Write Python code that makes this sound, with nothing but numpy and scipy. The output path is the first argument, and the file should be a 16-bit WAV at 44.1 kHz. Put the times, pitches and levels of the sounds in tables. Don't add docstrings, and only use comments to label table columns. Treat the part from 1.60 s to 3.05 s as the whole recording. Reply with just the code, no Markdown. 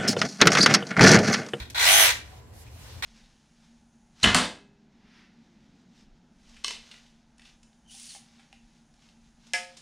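import sys
import numpy as np
from scipy import signal
from scipy.fft import rfft, irfft, next_fast_len
from scipy.io import wavfile
from scipy.ndimage import uniform_filter1d

SR = 44100
rng = np.random.default_rng(int(sys.argv[2]) if len(sys.argv) > 2 else 0)


def voltage_ratio(decibels):
    exponent = np.asarray(decibels, float) / 20
    return 10 ** exponent


def inscribe(sig):
    pcm = np.round(np.clip(np.atleast_2d(sig).T, -1, 1) * 32767)
    wavfile.write(sys.argv[1], SR, pcm.astype(np.int16))


N = 63945

TEETH_PER_STROKE, CONTACTS_PER_STROKE = 120.8, 300
FULL_SPEED_HZ = 6200


def rms_one(x):
    return x / np.sqrt(np.mean(x ** 2) + 1e-20)


def in_time(rows):
    s, *columns = np.transpose(rows)
    return [np.interp(np.arange(N) / SR, s, c) for c in columns]


def at_hz(points, hz):
    table = np.array(points)
    return np.interp(np.log(hz), np.log(table[:, 0]), table[:, 1])


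def drift(rate):
    r = np.exp(-16 * np.pi * rate / SR)
    slow = signal.lfilter([1], [1, -2 * r, r * r], rng.standard_normal(N // 8 + 2002))[2000:]
    return np.interp(np.arange(N) / 8, np.arange(len(slow)), rms_one(slow))


def near_middle(mid, side, side_db):
    return mid + voltage_ratio(side_db) * side * [[1], [-1]]


# f/Hz, likeness [-1 to 1]
LIKENESS_OF_EARS = [(60, 0.75), (180, 0.76), (550, 0.43), (1650, 0.24), (4970, -0.25), (15000, 0.14)]
# f/Hz, left minus right level/dB
LEFT_OVER_RIGHT = [(60, -1), (180, 0.5), (550, 0.5), (1650, -0.5), (4970, 0.0), (15000, -3.5)]


def two_ears(mid, side, hz):
    alike = np.clip(at_hz(LIKENESS_OF_EARS, hz), -1, 1)
    ears = np.sqrt(1 + alike) * mid + np.sqrt(1 - alike) * side * [[1], [-1]]
    return ears * voltage_ratio(at_hz(LEFT_OVER_RIGHT, hz) * np.array([[.5], [-.5]]))


def coloured(pairs, spectrum, patchy_db, shift_db=lambda hz: 0):
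    out = 0
    edges = 140 * 2 ** np.arange(0, 7.1, .5)
    for k, (low, high) in enumerate(zip(edges, edges[1:])):
        band = signal.butter(2, [low, high], "band", fs=SR, output="sos")
        mid, side = signal.sosfilt(band, pairs[k % 2])
        hz = np.sqrt(low * high)
        level_db = at_hz(spectrum, hz) + shift_db(hz) + patchy_db * drift(8.8)
        out = out + voltage_ratio(level_db) * two_ears(mid, side, hz)
    return rms_one(out)


def hiss(spectrum, patchy_db):
    return coloured(rng.standard_normal((2, 2, N)), spectrum, patchy_db)


def resonate(x, hz, width_hz):
    r = np.exp(-np.pi * width_hz / SR)
    poles = [1, -2 * r * np.cos(2 * np.pi * hz / SR), r * r]
    return signal.lfilter(np.array([1, 0, -1]) * (1 - r * r) / 2, poles, x + 1e-18)


# t/s, tooth whine f/Hz, rattle level/dB, whine level/dB
MOTOR_COURSE = [(0, 2500, -36, -75), (.012, 2294, -39.5, -64), (.09, 1007, -61, -77),
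                (.1445, 1000, -85, -88), (.1465, 2000, -31, -66), (.2, 3700, -21, -41),
                (.245, 4663, -18.5, -36.5), (.285, 5737, -16, -32), (.34, 6253, -18.5, -28),
                (.39, 6209, -17.5, -30), (.43, 6014, -16.5, -27), (.46, 5514, -15.5, -45),
                (.51, 4280, -22.5, -36), (.56, 2492, -53, -86), (.64, 997.8, -105, -69),
                (1.422, 994.4, -65, -91), (1.424, 2000, -26, -57), (1.45, 2780, -29.5, -43.5)]


def motor():
    tooth_hz, rattle_db, whine_db = in_time(MOTOR_COURSE)
    teeth = np.cumsum(tooth_hz) / SR
    return teeth, teeth / TEETH_PER_STROKE, tooth_hz / FULL_SPEED_HZ - 1, rattle_db, whine_db


def contacts(strokes):
    repeat_share, spread_db, throb_db = 0.69, 1, 2.24

    def random_hits(count):
        return voltage_ratio(spread_db * rng.exponential(1, (4, count))) * rng.choice([-1, 1], (4, count))

    place = (strokes * CONTACTS_PER_STROKE).astype(int)
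    hit = np.diff(place, prepend=0) > 0
    pattern = random_hits(CONTACTS_PER_STROKE)[:, place % CONTACTS_PER_STROKE]
    loose = random_hits(N)
    train = hit * (np.sqrt(repeat_share) * pattern + np.sqrt(1 - repeat_share) * loose)
    density = uniform_filter1d(hit * 1., size=400) + .01
    throb = voltage_ratio(throb_db * np.cos(4 * np.pi * strokes))
    return (train / np.sqrt(density) * throb).reshape(2, 2, N)


# f/Hz, level/dB per Hz
RATTLE_COLOUR = [(240, -47), (400, -19.5), (800, -5.5), (1100, -11.5), (2100, 0), (3400, -6), (6000, -4),
                 (16000, -13)]


def rattle(trains, slack):
    def shift_db(hz):
        treble_db = 12 * np.clip(np.log2(hz / 3500), 0, 1)
        body_db = 27.5 * (hz < 880)
        return slack * (treble_db + body_db)

    at_rest_db = -11
    return voltage_ratio(-at_rest_db * slack) * coloured(trains, RATTLE_COLOUR, patchy_db=1.8, shift_db=shift_db)


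# f/Hz, width/Hz, level/dB at full speed, gain/dB at rest
HOUSING_MODES = [(660.4, 12.7, -31.5, -13.5), (834, 160, -17.5, -2.5), (988, 54, -19.5, 12.5),
                 (1132, 19, -20, 6.5), (1460, 35, -21, 16), (1590, 85, -13.5, 7.5), (1916, 120, -11, 7.5),
                 (2000, 120, -13, 6), (2324, 160, -9.5, 3), (3020, 280, -4.5, -16),
                 (3293, 114.26, -11, 4.5), (3689, 140, -16.5, 16.5), (4070, 83, -15.5, 13.5),
                 (8980, 300, -15, -12.5)]


def housing(trains, slack):
    rings = 0
    for k, (hz, width_hz, db, rest_db) in enumerate(HOUSING_MODES):
        mid, side = rms_one(resonate(trains[k % 2], hz, width_hz))
        rings = rings + voltage_ratio(db - rest_db * slack) * two_ears(mid, side, hz)
    return voltage_ratio(-2.24) * rings


# multiple of the tooth rate, level/dB, width/Hz
WHINE_PARTIALS = [(.537, -1, 130), (1, -1, 70), (1.555, .5, 260), (2, -5, 600)]


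def whine(teeth):
    out = 0
    for times, db, width_hz in WHINE_PARTIALS:
        turn = 2 * np.pi * times * teeth
        core = 1.1 * (times == 1)

        def wavering():
            return (core + drift(width_hz)) * np.cos(turn) + drift(width_hz) * np.sin(turn)

        out = out + voltage_ratio(db) * two_ears(wavering(), wavering(), times * FULL_SPEED_HZ)
    return out


def saw():
    teeth, strokes, slack, rattle_db, whine_db = motor()
    trains = contacts(strokes)
    struck = voltage_ratio(rattle_db - 4) * (rattle(trains, slack) + housing(trains, slack))
    radiated = signal.butter(4, 252, "high", fs=SR, output="sos")
    return signal.sosfilt(radiated, struck + voltage_ratio(whine_db) * whine(teeth))


# multiple of the stroke rate, level/dB against the whine
STROKE_OVERTONES = [(7, -17), (8, -20), (9, -21), (11, -14), (13, 1.5), (15, -2.5), (16, -5), (30, -4),
                    (39, -4)]


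def stroke_tones():
    _, strokes, slack, _, whine_db = motor()
    out = 0
    for times, db in STROKE_OVERTONES:
        mid, side = np.sin(2 * np.pi * (times * strokes + rng.random((2, 1))))
        out = out + voltage_ratio(db + 2.5 * drift(3.8)) * near_middle(mid, side, side_db=-13)
    return voltage_ratio(whine_db - 2 + 30 * slack) * out


def workshop(x):
    t60_s, wall_cut_hz, alike_below_hz = 0.35, 13200, 1100
    size = next_fast_len(N + SR)
    z = np.exp(-2j * np.pi * np.arange(size // 2 + 1) / size)
    dull = np.exp(-2 * np.pi * wall_cut_hz / SR)
    wall = (1 - dull) / (1 - dull * z)
    out = []
    for ear, lags in zip(x, (rng.uniform(.009, .035, (2, 8)) * SR).astype(int)):
        response = 0
        for k, lag in enumerate(lags):
            loop = voltage_ratio(-60 * lag / SR / t60_s) * wall * z ** lag
            response = response + (-1) ** k * loop / (1 - loop)
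        out.append(irfft(rfft(ear, size) * response, size)[:N])
    left, right = out
    side = signal.lfilter(*signal.butter(1, alike_below_hz, "high", fs=SR), left - right)
    return near_middle(left + right, side, side_db=0) / 2


# f/Hz, width/Hz, level/dB
RUMBLE_BANDS = [(30, 18, -84.5), (50, 4.7, -59), (70.25, 6.5, -54), (84.2, 12, -53.5), (111.4, 27, -53)]
# f/Hz, level/dB per Hz
AIR_COLOUR = [(88, -32), (150, -6.5), (745, -13), (1390, -28.5), (1630, -15), (1760, -21.5), (3620, -30.5),
              (16000, -40)]


def room_tone():
    def narrow(hz, width_hz):
        noise = rng.standard_normal((2, N + SR))
        return rms_one(resonate(resonate(noise, hz, width_hz), hz, width_hz)[:, SR:])

    mid, side = sum(voltage_ratio(db) * narrow(hz, width_hz) for hz, width_hz, db in RUMBLE_BANDS)
    rumble = near_middle(mid, side, side_db=-15.5)
    air = voltage_ratio(-55.5) * hiss(AIR_COLOUR, patchy_db=2.9)
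    return rumble + air + voltage_ratio(-74) * narrow(7400, 600)


# t/s, level/dB, f/Hz, length/s
TOUCH_EVENTS = [
    (0.0069, -37.5, 61, 0.042),
    (0.72, -58.5, 1650, 0.011),
    (1.078, -60, 2430, .012),
    (1.089, -50, 62, 0.03),
    (0.597, -50.5, 110.5, 0.037),
    (0.55, -46.5, 93, 0.033),
    (1.25, -47, 58, 0.026),
    (1.378, -43.5, 87, 0.044),
    (0.044, -64, 390, 0.061),
]


def touches():
    t, out = np.arange(N) / SR, 0
    for s, db, hz, length in TOUCH_EVENTS:
        mid, side = rms_one(resonate(rng.standard_normal((2, N)), hz, 0.1 * hz))
        swell = voltage_ratio(db) * np.exp(-((t - s) / length) ** 2)
        out = out + swell * near_middle(mid, side, side_db=-15.5)
    return out


# f/Hz, level/dB per Hz
TICK_COLOUR = [(900, -33.5), (1800, 1.5), (4000, 2.5), (7000, 0), (11000, -5.5), (16000, -22)]


def trigger():
    start_s, hold_s, fade_s, level_db = .1, .0067, .006, -42
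    t = np.arange(N) / SR - start_s
    shape = (t > 0) * np.exp(-np.clip(t - hold_s, 0, 1) / fade_s)
    return voltage_ratio(level_db + 2.5 * drift(150)) * shape * hiss(TICK_COLOUR, patchy_db=.5)


def rubbing(rows, colour, patchy_db):
    before, after = (rows[0][0] - .05, -95), (rows[-1][0] + .05, -95)
    db, = in_time([before] + list(rows) + [after])
    return voltage_ratio(db + 6.5) * hiss(colour, patchy_db)


# t/s, level/dB
GRIP_COURSE = [
    (0.66, -64),
    (0.786, -62.5),
    (0.816, -71),
    (0.92, -74),
    (0.936, -68),
    (1.084, -63),
    (1.096, -67),
    (1.276, -56.5),
    (1.41, -59),
]
# f/Hz, level/dB per Hz
SKIN_COLOUR = [(290, -42), (500, -0.5), (621, -18), (740, 3.5), (1020, -5.5), (4150, -4.5), (16000, -21)]


def grip():
    return rubbing(GRIP_COURSE, SKIN_COLOUR, patchy_db=1.2)


# t/s, level/dB
SLEEVE_COURSE = [
    (.92, -77),
    (.948, -66.5),
    (.99, -63),
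    (1.035, -62.5),
    (1.05, -79),
    (1.15, -67),
    (1.22, -64.5),
    (1.39, -80),
]
# f/Hz, level/dB per Hz
CLOTH_COLOUR = [(2350, -44), (4000, -6), (4650, 10.5), (12000, 9), (16000, -4)]


def sleeve():
    return rubbing(SLEEVE_COURSE, CLOTH_COLOUR, patchy_db=.8)


def scene():
    tool = saw() + trigger()
    hands = touches() + grip() + sleeve()
    return tool + stroke_tones() + voltage_ratio(-15) * workshop(tool) + room_tone() + hands


def top_cut(x):
    return signal.sosfilt(signal.butter(12, 16430, fs=SR, output="sos"), x)


def record(dry):
    top = signal.cheby2(16, 60, 16300, fs=SR, output="sos")
    mix = signal.sosfilt(top, dry)
    return top_cut(mix)


dry = scene()
out = record(dry)
inscribe(out)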